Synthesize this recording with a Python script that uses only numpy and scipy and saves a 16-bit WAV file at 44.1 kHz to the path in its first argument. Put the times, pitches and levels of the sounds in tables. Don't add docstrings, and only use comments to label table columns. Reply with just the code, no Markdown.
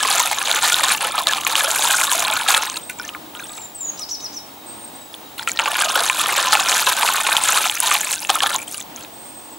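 import sys
import numpy as np
from scipy import signal
from scipy.fft import rfft, irfft, next_fast_len
from scipy.io import wavfile
from scipy.ndimage import uniform_filter1d

SR = 44100
rng = np.random.default_rng(int(sys.argv[2]) if len(sys.argv) > 2 else 0)


def generate_wav(sig):
    pcm = np.round(np.clip(np.atleast_2d(sig).T, -1, 1) * 32767).astype(np.int16)
    wavfile.write(sys.argv[1], SR, pcm)


N = 422478
TIME = np.arange(N) / SR


def amp(db):
    return 10 ** (np.asarray(db) / 20)


def unit(x):
    return x / np.sqrt(np.mean(x ** 2) + 1e-20)


def read(points, hz):
    f, value = np.transpose(points)
    return np.interp(np.log(hz + 1), np.log(f + 1), value)


def add(mix, s, sound):
    part = mix[max(round(s * SR), 0):][:len(sound)]
    part += sound[:len(part)]


def wander(hz):
    size = next_fast_len(N, True)
    f = np.fft.rfftfreq(size, 1 / SR)
    return unit(irfft(rfft(rng.standard_normal(size)) / (1 + (f / hz) ** 4), size)[:N])


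def noise_band(hz, width):
    phase = 2 * np.pi * hz * TIME
    return wander(width) * np.cos(phase) + wander(width) * np.sin(phase)


def colour(x, points, size=2048):
    log_gain = np.log(amp(read(points, abs(np.fft.fftfreq(size, 1 / SR)))))
    taps = np.fft.ifft(np.exp(signal.hilbert(log_gain).conj())).real
    return signal.oaconvolve(x, taps)[:N]


def echoes(x, t60):
    t = TIME[:SR // 2]
    tail = rng.standard_normal(len(t)) * amp(-60 * t / t60)
    return signal.oaconvolve(x, tail / np.linalg.norm(tail))[:N]


# time in seconds, relative level in dB,
# brightness in dB (spray up, large bubbles down).
FIRST_DRAW = [(0, -24, -0.5), (.3, -26.5, -3), (.42, -27, -1), (.9, -23.5, 0), (.98, -32, 0),
              (1.7, -26.5, -5), (2.6, -25.5, -3), (2.7, -31.5, -0.5), (2.85, -51.5, -2)]
SECOND_DRAW = [(5.55, -40.5, -1), (5.761, -25.5, -2.5), (6.0, -26, -1.5), (6.601, -22.5, -2.5),
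               (7.149, -26, 1.5), (7.7, -31.0, 2.5), (8.05, -30, 3), (8.25, -36, 3.5), (8.65, -40, 5.5)]
# start and length in seconds, relative level and brightness in dB.
GULPS = [(0.098, 0.2, -26.5, 2.5), (0.442, 0.21, -28, -1), (0.638, 0.089, -22.5, 0.5),
         (0.747, 0.14, -25.5, -3), (0.889, 0.049, -22, 0.5), (1.001, .08, -25.5, -3.5),
         (1.135, 0.066, -26, -7), (1.26, 0.088, -25, -2.5), (1.463, 0.12, -30.5, -0.5),
         (1.558, 0.086, -23.5, 1.5), (1.675, 0.14, -30.5, 9), (1.816, .12, -22, 1.5),
         (1.943, 0.12, -30.5, 9.5), (2.09, .14, -30, 7.5), (2.288, 0.097, -34, 2.5),
         (2.476, 0.096, -20.5, 0), (2.752, 0.02, -34.5, 1), (2.891, 0.017, -36, 1.5),
         (2.981, .11, -39.5, -2), (3.12, 0.046, -45, -9), (3.339, .127, -41, -1.5),
         (3.487, .124, -42.5, 0.5), (3.986, 0.029, -42, 4), (5.122, .025, -45, 1), (5.374, .055, -35, -3),
         (5.468, 0.048, -33, 3), (5.587, 0.11, -31, -6.5), (5.782, 0.066, -23, -1),
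         (5.952, 0.061, -20.5, -5), (6.028, 0.087, -30.5, 5), (6.165, 0.048, -23, 1),
         (6.362, .12, -29, -5.5), (6.523, 0.023, -20.5, 1.5), (6.68, 0.14, -25.5, 1.5),
         (6.861, 0.059, -20, -2), (6.944, 0.27, -25.5, -4.5), (7.243, 0.17, -25, -5.5),
         (7.417, 0.24, -22.5, -1.5), (7.819, 0.08, -24, -1), (7.904, .058, -21.5, 0),
         (8.091, 0.046, -29.5, 6), (8.287, 0.016, -19.5, -3.5), (8.32, 0.052, -26, -2.5),
         (8.414, 0.052, -22.5, -3.5), (8.486, 0.072, -26, -3.5), (8.671, .14, -38, 6),
         (8.952, 0.099, -42.5, 0.5)]
def suction(size):
    attack_s, release_s, sag_db = .008, 0.016, 1.5
    choke_s, choke_db = 0.032, -1.5
    draw_power, gulp_power, falter_db = np.zeros((3, N))
    for spell in (FIRST_DRAW, SECOND_DRAW):
        s, level_db, bright_db = np.transpose(spell)
        drawing = (TIME >= s[0]) & (TIME <= s[-1])
        draw_power += amp(np.interp(TIME, s, level_db + size * bright_db)) ** 2 * drawing
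    t = TIME[:SR // 2]
    for s, length, level_db, bright_db in GULPS:
        shape = np.minimum(t / attack_s, 1) * np.exp(-np.maximum(t - length, 0) / release_s)
        droop_db = sag_db * (np.minimum(t / length, 1) - .5)
        add(gulp_power, s, (shape * amp(level_db + size * bright_db - droop_db)) ** 2)
        add(falter_db, s - choke_s, choke_db * np.sqrt(t[t < choke_s] / choke_s))
    return 10 * np.log10(draw_power * amp(falter_db) ** 2 + gulp_power + 1e-9)


def bubble(hz, cycles, rise):
    turns = TIME[:int(6 * cycles / hz * SR) + 2] * hz
    tone = np.sin(2 * np.pi * turns * (1 + rise * turns / cycles))
    return tone * np.exp(-turns / cycles) * (1 - np.exp(-2 * turns))


# frequency in Hz, relative level in dB.
SLURP_SPECTRUM = [(100, -41), (260, -23), (480, -13.5), (750, -1), (1050, -1), (1450, -0.5), (1950, -11.5),
                  (2350, -9), (2800, -9), (3700, -6.5), (5250, -16.5), (6800, -10.5), (11000, -14.5),
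                  (13300, -22.5), (16000, -19)]
def swarm(level_db, surge, low_hz, high_hz, per_s, cycles, rise, spread_db, surge_db, froth_db):
    count = 30000
    when, chance, pitch, strength, damping = rng.random((count, 5)).T
    at = (when * (N - 1)).astype(int)
    strong_db = np.percentile(level_db[::SR // 100], 80)
    crowd = np.clip(amp(.8 * (level_db - strong_db)), .08, 1.3)
    born = chance < per_s * crowd[at] * amp(2 * surge[at]) * N / SR / count
    hz = low_hz * (high_hz / low_hz) ** pitch
    crowding = np.where(hz < 4500, crowd[at], np.sqrt(crowd[at]))
    ring_cycles = cycles * 3.1 ** (2 * damping - 1) / crowding ** 0.8
    bubble_db = spread_db * np.minimum(-np.log(1 - strength), 4) + surge_db * surge[at]
    height = amp(bubble_db) * hz / np.sqrt(ring_cycles)
    bubbles = np.zeros(N)
    for i in np.flatnonzero(born):
        add(bubbles, at[i] / SR, height[i] * bubble(hz[i], ring_cycles[i], rise))
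    band = signal.butter(4, [low_hz, high_hz], "bandpass", fs=SR, output="sos")
    froth = signal.sosfilt(band, rng.standard_normal(N)) * crowd * amp(surge_db * surge)
    mix = unit(colour(unit(bubbles) + amp(froth_db) * unit(froth), SLURP_SPECTRUM))
    power = uniform_filter1d(uniform_filter1d(mix ** 2, size=2200), size=1600)
    return amp(level_db) * mix / np.sqrt(abs(power) + 1e-3)


def slurp():
    surge = np.clip(wander(hz=46.8), -2, 2)
    gurgle = swarm(suction(size=-1), surge, low_hz=298.4, high_hz=1909, per_s=430,
                   cycles=3.14, rise=0.0047, spread_db=4.0, surge_db=1.05, froth_db=-12)
    babble = swarm(suction(size=0), surge, low_hz=1910, high_hz=5280, per_s=1200,
                   cycles=1.87, rise=0.011, spread_db=5.0, surge_db=1.8, froth_db=-7.5)
    spray = swarm(suction(size=1), surge, low_hz=5180, high_hz=14380, per_s=1300,
                  cycles=2.34, rise=0.013, spread_db=5.5, surge_db=2.0, froth_db=-8.5)
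    flicker = amp(1.27 * wander(hz=16.4))
    return (amp(-5.0) * gurgle + amp(-0.66) * babble + amp(-0.05) * spray) * flicker


def stray_pockets(per_s=10, over_draw_db=14, throat_db=-10.5, count=400):
    when, chance, strength, pitch, throat = rng.random((count, 5)).T
    at = (when * (N - 1)).astype(int)
    level_db = suction(size=0)[at] + over_draw_db + 9 * (strength - .5)
    bubble_hz, throat_hz = 2300 * 3.2 ** (pitch ** 2), 780 * 2.16 ** throat
    rows = np.transpose([at / SR, level_db, bubble_hz, throat_hz, level_db + throat_db])
    return rows[chance < per_s * N / SR / count]


# start in seconds, relative level in dB,
# bubble pitch in Hz, throat pitch in Hz, relative throat level in dB.
AIR_POCKETS = [(.049, -8, 2060, 1090, -12), (.085, -9, 2540, 1070, -19.5), (.2005, -2, 6740, 985, -9),
               (.2344, -10.5, 3600, 1240, -19), (.5135, 1.5, 3700, 1390, -16.5),
               (.7424, 4, 3600, 1100, -29.5), (.838, -1.5, 3740, 1050, -12), (1.2699, 4.5, 3780, 1220, -15),
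               (1.334, -2, 3340, 1250, -18), (1.4488, -9, 6860, 805, -41), (1.4663, -1, 2430, 850, -21),
               (1.554, 3, 2950, 1160, -18), (2.1317, -6, 6700, 980, -16.5), (2.249, -6.5, 3650, 990, -19.5),
               (2.2757, -12, 2610, 1580, -19), (2.4858, 0, 3700, 800, -13), (2.5047, -7, 6700, 1470, -15),
               (2.5462, 4, 3480, 1780, -11), (2.57, -9, 8500, 1590, -26), (2.77, -11, 4000, 985, -29),
               (2.8983, -16, 2380, 794, -44), (2.9968, -22, 5370, 1460, -19.5),
               (3.0495, -22, 6000, 1340, -38), (3.09, -15, 2950, 684, -45), (3.148, -22, 2200, 1430, -24),
               (3.35, -23, 3060, 1330, -34), (3.3978, -28, 6150, 1630, -28), (5.141, -20, 3400, 1050, -46),
               (5.394, -14, 3400, 1460, -22), (5.4742, -4.5, 2550, 1353, -13),
               (5.4933, -11, 2230, 1730, -38), (5.5164, -9.5, 7040, 1730, -39),
               (5.5725, -11, 3870, 1680, -34), (5.59, -1, 2780, 1390, -11.5), (5.5957, -1, 2740, 904, -13),
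               (5.6575, -5, 2550, 846, -16), (5.6755, -13, 3330, 1130, -11.5),
               (5.7527, -11, 3080, 1714, -19), (5.956, -10, 3340, 1450, -8), (6.098, 4, 2460, 1034, -12),
               (6.2593, -7, 3210, 1260, -14), (6.4704, -8.5, 2770, 1004, -15.5),
               (6.5288, -8.5, 3920, 1274, -8), (6.5518, 2, 2550, 810, -9), (6.8707, -6, 2920, 1030, -10.5),
               (7.0294, -17, 8450, 950, -9), (7.0875, -9, 2370, 1334, -9), (7.3206, -7, 2520, 1510, -24),
               (7.3667, 6, 3210, 1740, -36), (7.437, -1, 8400, 1040, -16), (7.4864, -1, 6800, 1320, -15),
               (7.522, -3, 7200, 1380, -37), (7.6968, -0.5, 3170, 857, -23), (7.8024, 2.5, 9700, 1560, -22),
               (7.9123, -3.5, 2390, 1147, -7.5), (7.9517, -1, 2680, 840, -16), (8.012, -6, 6950, 844, -29),
               (8.1165, -6, 9000, 816, -27), (8.2487, -12, 2690, 807, -48), (8.3004, 3, 3120, 780, -9),
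               (8.3544, -6, 10800, 1264, -11), (8.404, -3.5, 3100, 1640, -16), (8.434, -3, 3300, 800, -9.5),
               (8.561, -5, 6900, 886, -25), (8.6807, -19, 8540, 690, -38), (8.961, -20, 6500, 990, -49)]
def pops(crack_hz=7200, low_hz=420):
    out = np.zeros(N)
    for s, level_db, hz, throat_hz, throat_db in [*AIR_POCKETS, *stray_pockets()]:
        softness = amp(-.3 * np.clip(level_db, -25, 0))
        plink = bubble(hz, cycles=1.45 * softness * (hz / 2500) ** 0.84, rise=0.0038)
        add(out, s + 0.00067, amp(level_db) / softness * bubble(crack_hz, cycles=1.5, rise=0.026))
        add(out, s + 0.00081, amp(level_db + 5.0) * plink)
        add(out, s + 0.000995, amp(throat_db + 1.0) * bubble(throat_hz, cycles=5.5, rise=0.0014))
    return signal.sosfilt(signal.butter(2, low_hz, "highpass", fs=SR, output="sos"), out)


def resonate(x, hz, width):
    turn = np.exp(2j * np.pi * np.cumsum(hz) / SR)
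    pole = np.exp(-np.pi * width / SR)
    return 2 * (turn * signal.lfilter([1 - pole], [1, -pole], x / turn + 1e-18)).real


# pitch in Hz, width in Hz, gain in dB.
THROAT_MODES = [(557, 26, -7), (695, 14, -10), (863.4, 14.7, 1.5), (1041, 30, 0), (1248, 19, 3.5),
                (1388, 32, 0), (1590, 50, -7), (1724, 35, 6), (2450, 19, 1)]
def funnel(bubbles):
    out = bubbles
    for hz, width, db in THROAT_MODES:
        sway = 1 + 0.02 * min(hz / 1000, 1.4) ** 2 * wander(hz=2.5)
        out = out + amp(db) * resonate(bubbles, hz * sway, width)
    return out


def rumble(level_db=-58, db_per_draw_db=0.28):
    spectrum = [(20, -15), (60, -0.5), (130, 1), (250, -6.5), (600, -33), (2000, -72)]
    noise = unit(colour(rng.standard_normal(N), spectrum))
    return amp(level_db + db_per_draw_db * (suction(size=-1) + 26.5)) * noise


# frequency in Hz, relative level in dB.
MURMUR_SPECTRUM = [(20, -36), (45, -20), (65, -11), (150, -8), (260, -1), (400, -5), (520, -4), (850, 0.5),
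                   (1150, -6), (1450, -11), (2200, -14), (3400, -13), (5000, -22), (9000, -40)]
# frequency in Hz, likeness from 0 to 1.
STEREO_LIKENESS = [(60, 1), (290, 0.79), (700, 0.42), (1400, 0.1), (3000, 0.29), (7000, 0.64), (15000, 1)]
# time in seconds, level in dB.
BUZZ_SWELL = [(0, -63), (3.3, -56.5), (4.1, -53.5), (5.3, -57), (8.9, -67), (9.58, -82)]
def outdoors():
    hz = np.fft.rfftfreq(N, 1 / SR)
    left, unrelated = rfft(rng.standard_normal((2, N)))
    likeness = np.clip(read(STEREO_LIKENESS, hz), 0, 1)
    pair = np.array([left, likeness * left + np.sqrt(1 - likeness ** 2) * unrelated])
    murmur = unit(irfft(pair * amp(read(MURMUR_SPECTRUM, hz)), N))
    murmur *= amp(-41 + 1.3 * wander(hz=4.9))
    hiss_spectrum = [(2500, -9.0), (5500, -3.5), (8500, 2.5), (11000, -4), (16000, -2.5)]
    hiss = unit(irfft(pair * amp(read(hiss_spectrum, hz)), N))
    hum = unit(amp(3 * wander(hz=4)) * noise_band(hz=312, width=19))
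    buzz_db = np.interp(TIME, *np.transpose(BUZZ_SWELL)) + 3.6 * wander(hz=14)
    buzz = amp(buzz_db) * noise_band(hz=3820, width=75)
    return murmur + amp(-47.5) * hiss + amp(-53.5) * hum + buzz


# frequency in Hz, level in dB.
WHINE_LINES = [(15475, -66), (15525, -60), (15575, -58), (15625, -48), (15675, -58), (15725, -61)]
def camera_whine():
    lines = sum(amp(db) * unit(np.sin(2 * np.pi * (hz * TIME + rng.random()))) for hz, db in WHINE_LINES)
    return lines + amp(-58) * noise_band(hz=15550, width=280)


def bird_note(hz, level_db, rasp):
    shake = unit(uniform_filter1d(rng.standard_normal(len(hz)), size=14))
    phase = 2 * np.pi * np.cumsum(hz * (1 + 0.168 * rasp * shake)) / SR
    octave = amp(-24.0) * np.sin(2 * phase) * np.clip((6400 - hz) / 800, 0, 1)
    return amp(level_db) * unit(np.sin(phase) + octave) * signal.windows.tukey(len(hz), .05)


def whistle(length, level_db, top_hz, end_hz, rise_s, swell_db):
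    scoop, arch_s, waver_depth, waver_hz = .045, 0.083, 0.052, 8
    t = np.arange(0, length, 1 / SR)
    rising = np.maximum(1 - t / rise_s, 0)
    falling = np.maximum(t - rise_s, 0) / (length - rise_s)
    drop_hz = top_hz - end_hz
    hz = top_hz * (1 - scoop * rising ** 2) - drop_hz * falling ** (.65 + .5 * rise_s / arch_s)
    waver = waver_depth * drop_hz * np.sin(2 * np.pi * waver_hz * t)
    return bird_note(hz + waver, level_db + swell_db * (t / length - .5), rasp=0.0087)


# time in seconds, share of the way from end pitch to top pitch,
# relative level in dB, rasp from 0 to 1.
CHIRP_COURSE = [(0, 0.082, -14, 1), (0.015, 0.71, -7, 0.94), (0.03, 0.91, -3, 0.19),
                (0.048, 0.55, -2.5, .1), (0.057, .3, 1, .1), (.071, 0.079, -7.5, 0.53),
                (.079, 0.24, -25, 0.3)]
def chirp(level_db, top_hz, end_hz):
    s, *columns = np.transpose(CHIRP_COURSE)
    t = np.arange(0, s[-1], 1 / SR)
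    height, shape_db, rasp = (np.interp(t, s, column) for column in columns)
    return bird_note(end_hz + height * (top_hz - end_hz), level_db + shape_db, rasp)


# start and length in seconds, level in dB,
# top and end pitch in Hz, rise in seconds, swell from start to end in dB, left minus right in dB.
WHISTLES = [(2.648, 0.34, -45.5, 8450, 8040, 0.1, -12.5, -4),
            (3.418, 0.26, -41, 8600, 7150, 0.0079, 15, .3), (3.746, 0.16, -30.5, 8200, 6490, 0.0093, 11, 0),
            (4.658, 0.42, -44.5, 8520, 7800, 0.14, -11, -3), (9.116, .46, -47, 8460, 7880, 0.17, -2, -7)]
# start in seconds, relative level in dB, top and end pitch in Hz.
CHIRPS = [(3.973, -28, 6200, 4710), (4.087, -24.5, 6050, 5000), (4.2, -29.5, 6420, 4840),
          (4.322, -32.5, 6260, 5070)]
def birds(chirp_pan_db=1):
    notes = [(start, whistle(*row), pan_db) for start, *row, pan_db in WHISTLES]
    notes += [(start, chirp(*row), chirp_pan_db) for start, *row in CHIRPS]
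    left, right = np.zeros((2, N))
    for start, sound, pan_db in notes:
        leading = (signal.hilbert(sound) * np.exp(.35j)).real
        add(left, start, amp(pan_db / 2) * sound)
        add(right, start, amp(-pan_db / 2) * leading)
    direct = np.array([left, right]) * amp(3.9 * wander(hz=60.5))
    return direct + amp(-5.0) * np.array([echoes(side, t60=0.33) for side in direct])


# frequency in Hz, lead of left over right in radians.
PHASE_LEAD = [(0, 0), (780, -0.26), (4390, 0.049), (8010, -0.22), (10100, -0.027), (15900, -0.0)]
# frequency in Hz, side minus mid in dB.
KERB_SCATTER = [(100, -30), (500, -15), (1200, -10), (2000, -23), (3400, -57), (4400, -14.5), (6300, -15.5),
                (9000, -12), (11000, -34), (15000, -32)]
def scene():
    water = funnel(slurp() + pops()) + rumble()
    turn = np.exp(.5j * read(PHASE_LEAD, np.fft.rfftfreq(N, 1 / SR)))
    direct = irfft(rfft(water) * np.array([turn, 1 / turn]), N)
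    side = colour(echoes(water, t60=0.011), KERB_SCATTER)
    return direct + np.array([side, -side]) + birds() + outdoors() + camera_whine()


def record(dry, edge_hz=15850):
    lowpass = signal.firwin(801, edge_hz, window=("kaiser", 8), fs=SR)
    return signal.oaconvolve(np.clip(dry, -1, 1), lowpass[None], "same", axes=1)


dry = scene()
out = record(dry)
generate_wav(out)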